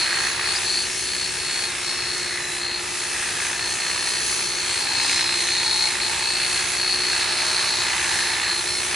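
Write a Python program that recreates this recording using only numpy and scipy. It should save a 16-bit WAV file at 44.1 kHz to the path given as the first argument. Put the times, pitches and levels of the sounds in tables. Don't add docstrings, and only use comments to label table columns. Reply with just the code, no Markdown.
import sys
import numpy as np
from scipy import signal
from scipy.fft import rfft, irfft, next_fast_len
from scipy.io import wavfile
from scipy.ndimage import uniform_filter1d

SR = 44100
rng = np.random.default_rng(int(sys.argv[2]) if len(sys.argv) > 2 else 0)


def dump_mix(stems):
    frames = np.atleast_2d(stems).T
    limited = np.clip(frames, -1, 1)
    pcm = np.round(limited * 32767).astype(np.int16)
    wavfile.write(sys.argv[1], SR, pcm)


N = 394694
TIME = np.arange(N) / SR

TURNS_PER_STROKE, ROTOR_JITTER = 5.7437, 0.0045
RATTLE_REPEAT = 0.42
# position [0-1], nominal length [strokes],
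# relative push on the head [level/dB], relative push on the comb [level/dB]
CONTACT_POINTS = [(0.76, 0.11, -5.5, -9), (0.05, 0.084, -7.5, -5.5), (0.33, 0.1, -13, -4)]
HEAD_PUSH_DB = [row[2] for row in CONTACT_POINTS]
COMB_PUSH_DB = [row[3] for row in CONTACT_POINTS]


def undb(db):
    return 10 ** (np.asarray(db) / 20)


def unit(x):
    return x / np.sqrt(np.mean(x ** 2))


def curves(table):
    t, *columns = np.transpose(table)
    return [np.interp(TIME, t, column) for column in columns]


def bumps(table):
    out = np.zeros(N)
    for centre, length, height in table:
        near = np.abs(TIME - centre) < 4 * length
        out[near] += height * np.exp(-((TIME[near] - centre) / length) ** 2)
    return out


def spells(table):
    return bumps([(centre, length, undb(db)) for centre, length, db in table])


def colour(x, points, power=1):
    size = next_fast_len(N, True)
    hz, db = np.transpose(points)
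    bins = np.maximum(np.fft.rfftfreq(size, 1 / SR), 1)
    gain = undb(power * np.interp(np.log(bins), np.log(hz), db))
    return irfft(rfft(x, size) * gain, size)[..., :N]


def resonate(pair, hz, width):
    b, a = signal.iirpeak(hz, hz / width, fs=SR)
    once = signal.lfilter(b, a, pair)
    return signal.lfilter(b, a, once)


def swept(pair, hz, width):
    carrier = np.exp(2j * np.pi * np.cumsum(hz) / SR)
    b, a = signal.butter(2, width / 2, fs=SR)
    return np.real(signal.lfilter(b, a, pair / carrier) * carrier)


def walk(rate):
    knots = rng.standard_normal(2048)
    path = np.interp(TIME * rate, np.arange(len(knots)), knots)
    return 1.35 * uniform_filter1d(path, max(int(SR / rate), 1))


def noise():
    return rng.standard_normal((2, N))


def tone(cycles, waver_db, drift):
    phase = 2 * np.pi * cycles + drift * walk(4)
    gain = np.sqrt(2) * undb(waver_db * walk(5))
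    mid = np.sin(phase)
    side = walk(2.03) * np.cos(phase + 0.48 * walk(2.97))
    return gain * np.array([mid, side])


def contact_force(strokes, push_db, slide, scatter_db, jitter):
    power = slide ** 2
    for (at, length, *_), db in zip(CONTACT_POINTS, push_db):
        since = strokes - at + 2
        index = np.round(since).astype(int)
        size, late = np.clip(rng.standard_normal((1024, 2)), -2, 2)[index].T
        lag = since - index - jitter * late
        spread = length * (1 + .5 * np.sign(lag))
        shape = np.exp(-.5 * (lag / spread) ** 2)
        level_db = db + scatter_db * size + 1.0 * walk(3.11)
        power = power + (undb(level_db) * shape) ** 2
    return np.sqrt(power / uniform_filter1d(power, SR // 8))


def scrape(strokes, repeat, grain_db):
    size = int(2 * N / strokes[-1])
    track = signal.resample(rng.standard_normal((4, size)), 8 * size, axis=1)
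    position = (strokes / 2 % 1 * track.shape[1]).astype(int)
    rough = track[:, position]
    wear = walk(2.5)
    worn = np.cos(wear) * rough[:2] + np.sin(wear) * rough[2:]
    fresh = unit(noise() * undb(grain_db * rng.uniform(-0.78, 1, N)))
    repeat = np.clip(repeat, 0, 1)
    return np.sqrt(repeat) * worn + np.sqrt(1 - repeat) * fresh


def knock(strokes):
    turn_at, decay = 0.69, 0.042
    return np.exp(-((strokes - turn_at) % 1) / decay)


def drag(strokes):
    strongest_at, swing_db = 0.9, 1.8
    return undb(swing_db * np.cos(2 * np.pi * (strokes - strongest_at)))


def taps(strokes, jitter, scatter_db):
    clicks = np.zeros((2, N))
    number = np.arange(1, int(strokes[-1]) - 1)
    for at, _, db, _ in CONTACT_POINTS:
        late, size, side = rng.uniform(-1, 1, (len(number), 3)).T
        when = np.searchsorted(strokes, number + at - .04 + jitter * late).clip(0, N - 1)
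        mid_side = np.array([np.ones(len(number)), 2 * side])
        clicks[:, when] += undb(db + scatter_db * size) * mid_side
    return unit(clicks)


def rumble():
    # t/s, level/dB
    level = [(0, -42.5), (2.3, -43.5), (3.6, -42.5), (5, -42.5), (7, -42), (8.95, -42)]
    # f/Hz, level/dB
    spectrum = [(20, -24), (35, -38), (50, 0), (110, 1), (200, -3.5), (300, -4.5), (400, 1), (600, -6),
                (1500, -30.5)]
    return undb(curves(level)[0]) * unit(colour(noise(), spectrum))


def hiss(strokes):
    # t/s, level/dB
    level = [(0.0, -30), (0.7, -28.5), (1.2, -29.5), (3.4, -29.5), (3.9, -27), (4.5, -27.5), (6.5, -27.5),
             (8.95, -29)]
    # t/s, half length [t/s], depth [level/dB]
    shadows = [(0.4, 0.1, 2.5), (2.3, 0.33, 2), (2.7, 0.12, 7), (3.6, 0.089, 3.5), (5.28, 0.072, 2.5)]
    # f/Hz, level/dB
    spectrum = [(600, -12), (1800, -4), (3100, 1.5), (4000, 3), (5100, 3), (5550, 2), (6300, 6),
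                (6800, 2.5), (7400, 1.5), (8200, 3.5), (8650, 4), (9300, 2), (10800, 3.5), (12000, -23.5)]
    hiss_db = curves(level)[0] - bumps(shadows) + 1.0 * walk(11)
    force = contact_force(strokes, HEAD_PUSH_DB, slide=.3, scatter_db=.6, jitter=.02)
    rush = unit(noise() + force * scrape(strokes, repeat=0.2, grain_db=8.5))
    flicker = sum(.2 * walk(9) * resonate(rush, hz, 1500) for hz in (6300, 7400, 8700, 10200))
    return undb(hiss_db) * unit(colour(rush + flicker, spectrum))


def fan(turns):
    # t/s, half length [t/s], gain [level/dB]
    fan_swells = [(0.48, 0.12, 6), (0.94, 0.08, 10), (1.1, 0.06, -12), (1.35, 0.15, 3), (1.95, 0.17, 5.5),
                  (2.68, 0.12, -12), (2.88, 0.1, 5), (3.15, 0.12, 4.5), (3.35, 0.06, -9), (4.0, 0.12, 5),
                  (4.43, 0.1, 6.5), (5.2, 0.16, 11.5), (5.48, 0.06, -9), (5.8, 0.2, 3), (6.6, 0.25, -4),
                  (7.35, 0.25, 8), (7.8, 0.15, 4.5), (8.25, 0.22, 6), (8.72, 0.05, 7.5)]
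    # t/s, half length [t/s], gain [level/dB]
    commutator_swells = [(0.52, 0.07, 13), (2.3, 0.08, 10), (3.2, 0.2, 10), (4.3, 0.14, 10),
                         (5.35, 0.25, 9), (6.3, 0.15, 8), (7.0, 0.35, 9), (8.72, 0.14, 14)]
    fan_order, commutator_order = 15, 24
    fan_db, commutator_db = -45, -53
    uneven = turns + ROTOR_JITTER * walk(110)
    whistle = undb(fan_db + bumps(fan_swells)) * tone(fan_order * uneven, waver_db=1.2, drift=.4)
    thin_whine = tone(commutator_order * uneven, waver_db=0.5, drift=.5)
    return whistle + undb(commutator_db + bumps(commutator_swells)) * thin_whine


def motor(turns, strokes, speed_hz, housing_db):
    # multiple of the motor speed, level/dB
    motor_tones = [(4, -61), (5, -47), (6, -49), (7, -51.5), (10, -61), (11, -50), (13, -49), (14, -49.5),
                   (18, -52), (19, -51.5)]
    # multiple of the wheel's speed, level/dB
    wheel_tones = [(9, -77), (13, -62.5), (20, -64), (23, -59.5), (28, -60), (54, -53), (56, -48.5),
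                   (82, -54), (84, -45.5), (86, -52.5)]
    # t/s, half length [t/s], multiple of the wheel's speed, level/dB
    wheel_swells = [(5.08, 0.2, 9, -50), (7.55, 0.3, 20, -48)]
    hum = undb(-45.5) * tone(turns, waver_db=2.0, drift=0.54)
    beat = undb(-52) * tone(11 * strokes / 2, waver_db=1.5, drift=.4)
    uneven = turns + ROTOR_JITTER * walk(110)
    overtones = sum(undb(db) * tone(k * uneven, waver_db=3, drift=0.53) for k, db in motor_tones)
    wheel_turns = uneven / TURNS_PER_STROKE / 2
    wheel = sum(undb(db) * tone(k * wheel_turns, waver_db=3.0, drift=0.69) for k, db in wheel_tones)
    slowing_db = 0.24 * (np.median(speed_hz) - speed_hz)
    strain_db = slowing_db + 0.53 * (housing_db - np.median(housing_db))
    swells = sum(spells([(t, length, db)]) * tone(k * strokes / 2, waver_db=1.5, drift=0.35)
                 for t, length, k, db in wheel_swells)
    return hum + beat + overtones + undb(strain_db) * wheel + swells


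def growl(strokes):
    # t/s, half length [t/s], level/dB
    growls = [(3.9, 0.48, -54), (5.01, 0.28, -40.5), (5.75, 0.26, -42), (6.203, 0.21, -42.5),
              (8.1, 0.53, -44.5)]
    force = contact_force(strokes, HEAD_PUSH_DB, slide=.2, scatter_db=2, jitter=.012)
    body = resonate(force * scrape(strokes, repeat=0.32, grain_db=8.0), hz=882, width=240)
    return spells(growls) * unit(body)


def chatter(strokes):
    # t/s, half length [t/s], level/dB
    chatters = [(0.165, 0.15, -29.5), (0.42, 0.08, -36), (2.354, 0.37, -34.5), (3.302, 0.37, -35.5),
                (4.21, 0.091, -35), (8.153, 0.32, -32.5), (8.47, 0.05, -33)]
    force = contact_force(strokes, COMB_PUSH_DB, slide=.05, scatter_db=2.5, jitter=.015)
    slaps = force * drag(strokes) * scrape(strokes, repeat=RATTLE_REPEAT, grain_db=13)
    centre_hz = 1830 * (1 + 0.017 * walk(6.7))
    return spells(chatters) * unit(swept(slaps, centre_hz, width=330))


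def head(strokes, housing_db, rattle_db):
    # f/Hz, width per pass [f/Hz], relative level/dB
    head_modes = [(1744, 360, -1.5), (1986, 880, -2.5), (2606, 560, -1), (3340, 920, -3.5)]
    # f/Hz, level/dB
    housing_spectrum = [(90, -31), (250, -15.5), (420, -10.5), (600, -8), (860, -2), (1100, -5.5),
                        (1400, -1), (1900, -7), (3500, -17.5)]
    force = contact_force(strokes, HEAD_PUSH_DB, slide=0.48, scatter_db=3.0, jitter=0.01)
    force = force + 0.95 * knock(strokes)
    thuds = force * scrape(strokes, repeat=0.23, grain_db=8.0)
    rattle = unit(force * scrape(strokes, repeat=RATTLE_REPEAT, grain_db=6.0))
    drive = rattle + 0.28 * taps(strokes, jitter=.07, scatter_db=1.5)
    lag = int(0.0006 * SR)
    metal = sum(undb(db) * np.roll(resonate(drive, hz, width), lag * k, axis=1)
                for k, (hz, width, db) in enumerate(head_modes))
    housing = colour(thuds, housing_spectrum)
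    return undb(rattle_db) * unit(drag(strokes) * metal) + undb(housing_db) * unit(housing)


def squeals(scraping):
    # t/s, length [t/s], pitch [f/Hz], glide [Hz/s], width [f/Hz], level/dB
    flares = [(0.5, 0.018, 4200, 1500, 260, -35), (0.568, 0.014, 4910, 9000, 450, -27),
              (0.71, 0.03, 4230, 2000, 300, -34), (0.785, 0.029, 4480, 2500, 650, -37),
              (1.235, 0.018, 4080, 0, 260, -34), (2.478, 0.077, 4070, -500, 150, -37),
              (3.0, 0.077, 4420, 0, 200, -40), (5.13, 0.099, 5000, 0, 500, -33),
              (5.72, 0.099, 4600, 0, 150, -37)]
    out = np.zeros((2, N))
    for t, length, hz, glide, width, db in flares:
        near = np.abs(TIME - t) < 4 * length
        since = TIME[near] - t
        flare = undb(db) * np.exp(-.5 * (since / length) ** 2)
        out[:, near] += flare * unit(swept(scraping[:, near], hz + glide * since, width))
    return out


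def comb(turns, strokes, speed_hz):
    # t/s, whine [level/dB], scraping ring [level/dB]
    free_ringing = [(0.0, -20.5, -26), (0.1, -28, -33), (0.78, -25.5, -31), (1.0, -31.5, -37),
                    (1.17, -29, -36), (2.0, -28, -36), (2.25, -30.5, -38), (2.72, -28, -38),
                    (3.0, -34.5, -38), (3.3, -37, -39.5), (3.65, -29.5, -38), (4.3, -30.5, -37.5),
                    (4.75, -28.5, -35), (5.05, -25.5, -28.5), (5.3, -24.5, -28), (5.6, -23.3, -29),
                    (5.85, -23.8, -29), (6.5, -26, -32.5), (7.05, -24, -31), (7.3, -28, -27.5),
                    (7.68, -25.8, -27), (8.1, -32.5, -30), (8.55, -27, -32), (8.95, -29, -34)]
    # t/s, half length [t/s], depth [level/dB]
    bites = [(0.37, 0.085, 8), (0.61, 0.045, 15), (0.915, 0.062, 19), (1.345, 0.055, 9), (1.77, 0.062, 22),
             (2.475, 0.1, 20), (2.85, 0.075, 14), (3.15, 0.05, 4), (3.51, 0.06, 9), (3.77, 0.028, 16),
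             (5.46, 0.035, 5), (5.96, 0.05, 14), (6.15, 0.05, 9), (6.69, 0.065, 10), (8.0, 0.075, 9),
             (8.38, 0.051, 5.5), (8.64, 0.03, 21), (8.87, 0.055, 14)]
    # f/Hz, width [f/Hz], relative level/dB
    comb_modes = [(4124, 370, 3.5), (4463, 310, 0), (4900, 470, -5)]
    open_whine_db, open_ring_db = curves(free_ringing)
    damping_db = bumps(bites)
    whine_db = open_whine_db - damping_db
    ring_db = open_ring_db - 0.25 * damping_db
    force = contact_force(strokes, COMB_PUSH_DB, slide=0.07, scatter_db=1.7, jitter=0.0098)
    force = force + 2.2 * knock(strokes)
    scraping = force * scrape(strokes, repeat=RATTLE_REPEAT, grain_db=10.0)
    tuning = speed_hz / np.median(speed_hz) * (1 + 0.012 * walk(9))
    ring = unit(sum(undb(db) * swept(scraping, hz * tuning, width) for hz, width, db in comb_modes))
    swing = 2 * np.pi * (strokes - .93)
    load = unit(force * (1 + 0.59 * np.cos(swing)) * undb(1.3 * walk(35)))
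    stroke_sway = np.sin(swing + 1.5 * walk(1))
    contact_sway = np.sin(len(CONTACT_POINTS) * swing + 1.5 * walk(3))
    flutter = 0.052 * (stroke_sway + contact_sway) + 0.045 * walk(130)
    whine = load * tone(12 * turns + flutter, waver_db=1.0, drift=0.23)
    return undb(ring_db) * ring + undb(whine_db) * whine + squeals(scraping)


def microphones(mid, side):
    # f/Hz, level/dB
    width = [(170, -55), (350, -13.5), (550, -5), (800, -6), (1100, -1.5), (1550, -16), (2000, -63),
             (2350, -27), (2650, -5.5), (3100, -11.5), (3800, -18.5), (4800, -9), (7000, -5.5),
             (11000, -5.5)]
    # f/Hz, level/dB
    tilt_points = [(350, -0.3), (520, 3.5), (930, -6.5), (1300, -4.5), (1550, 0), (2300, -0.4),
                   (2600, -1.5), (3000, 0.3), (4900, 3.5), (6200, 0.5), (11000, 0)]
    # f/Hz, phase [rad]
    lead_points = [(500, -0.38), (720, -0.92), (950, -0.65), (1200, 0.05), (2350, 0), (2650, 0.42),
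                   (3100, 0.03), (4100, 0), (4450, 0.3), (5000, -0.3), (7000, -0.65), (11000, -1.0)]
    mono_hz = 220
    side = colour(side, width)
    size = next_fast_len(N, True)
    lead = np.interp(np.fft.rfftfreq(size, 1 / SR), *np.transpose([(mono_hz, 0), *lead_points]))
    tilt = [(mono_hz, 0), *tilt_points]
    left = colour(mid + side, tilt, 0.044)
    right = colour(mid - side, tilt, -0.91)
    turned = rfft([left, right], size) * np.exp(.5j * np.array([lead, -lead]))
    return irfft(turned, size)[:, :N]


def scene():
    # t/s, turns per second [f/Hz]
    speed = [(0.0, 360.1), (0.26, 360.5), (0.62, 364.4), (0.78, 365.6), (1.22, 366.6), (1.32, 365.7),
             (1.64, 359.9), (1.96, 360.5), (2.2, 359.9), (2.36, 358.5), (2.62, 354.0), (3.04, 359.6),
             (3.38, 358.0), (3.6, 358.1), (3.88, 361.5), (4.18, 360.6), (4.76, 359.8), (4.88, 357.5),
             (4.96, 357.1), (5.1, 354.7), (5.22, 350.8), (5.28, 350.6), (5.52, 355.6), (5.68, 358.2),
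             (6.06, 357.8), (6.28, 360.2), (6.42, 359.8), (6.88, 362.4), (7.18, 361.5), (7.54, 358.7),
             (8.38, 355.7), (8.6, 356.5), (8.7, 359.0), (8.94, 360.5)]
    # t/s, housing [level/dB], head rattle [level/dB]
    handling = [(0.0, -34, -28.5), (0.5, -35, -31.5), (1.0, -42.5, -32.5), (1.7, -38.5, -33),
                (2.8, -39.5, -35.5), (3.25, -37.5, -32), (4.25, -37.5, -35.5), (5.1, -36.5, -28),
                (5.55, -37.5, -31.5), (6.7, -36.5, -30), (7.3, -33.5, -29), (7.65, -34, -30.5),
                (8.05, -33, -27.5), (8.5, -35, -31), (8.75, -37.5, -33.5), (8.95, -35, -28.5)]
    # t/s, left minus right [level/dB]
    place = [(0.0, -1), (1.2, 0.7), (2.0, 0), (3.0, 0), (4.0, 0.5), (5.6, -0.9), (7.5, -1.1), (8.95, -0.5)]
    speed_hz = curves(speed)[0]
    turns = np.cumsum(speed_hz) / SR
    strokes = turns / TURNS_PER_STROKE
    housing_db, rattle_db = curves(handling)
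    pan_db = curves(place)[0]
    tremor = walk(12)
    air = hiss(strokes) + fan(turns)
    cutting = head(strokes, housing_db + 0.68 * tremor, rattle_db + 1.22 * tremor)
    cutting = cutting + comb(turns, strokes, speed_hz) + chatter(strokes) + growl(strokes)
    clipper = motor(turns, strokes, speed_hz, housing_db) + cutting + air
    panned = microphones(*clipper) * undb(np.array([pan_db, -pan_db]) / 2)
    return panned + microphones(*rumble())


def record(dry):
    top_hz = 11150
    low_pass = signal.ellip(10, .2, 80, top_hz, fs=SR, output="sos")
    return signal.sosfilt(low_pass, dry)


dry = scene()
out = record(dry)
dump_mix(out)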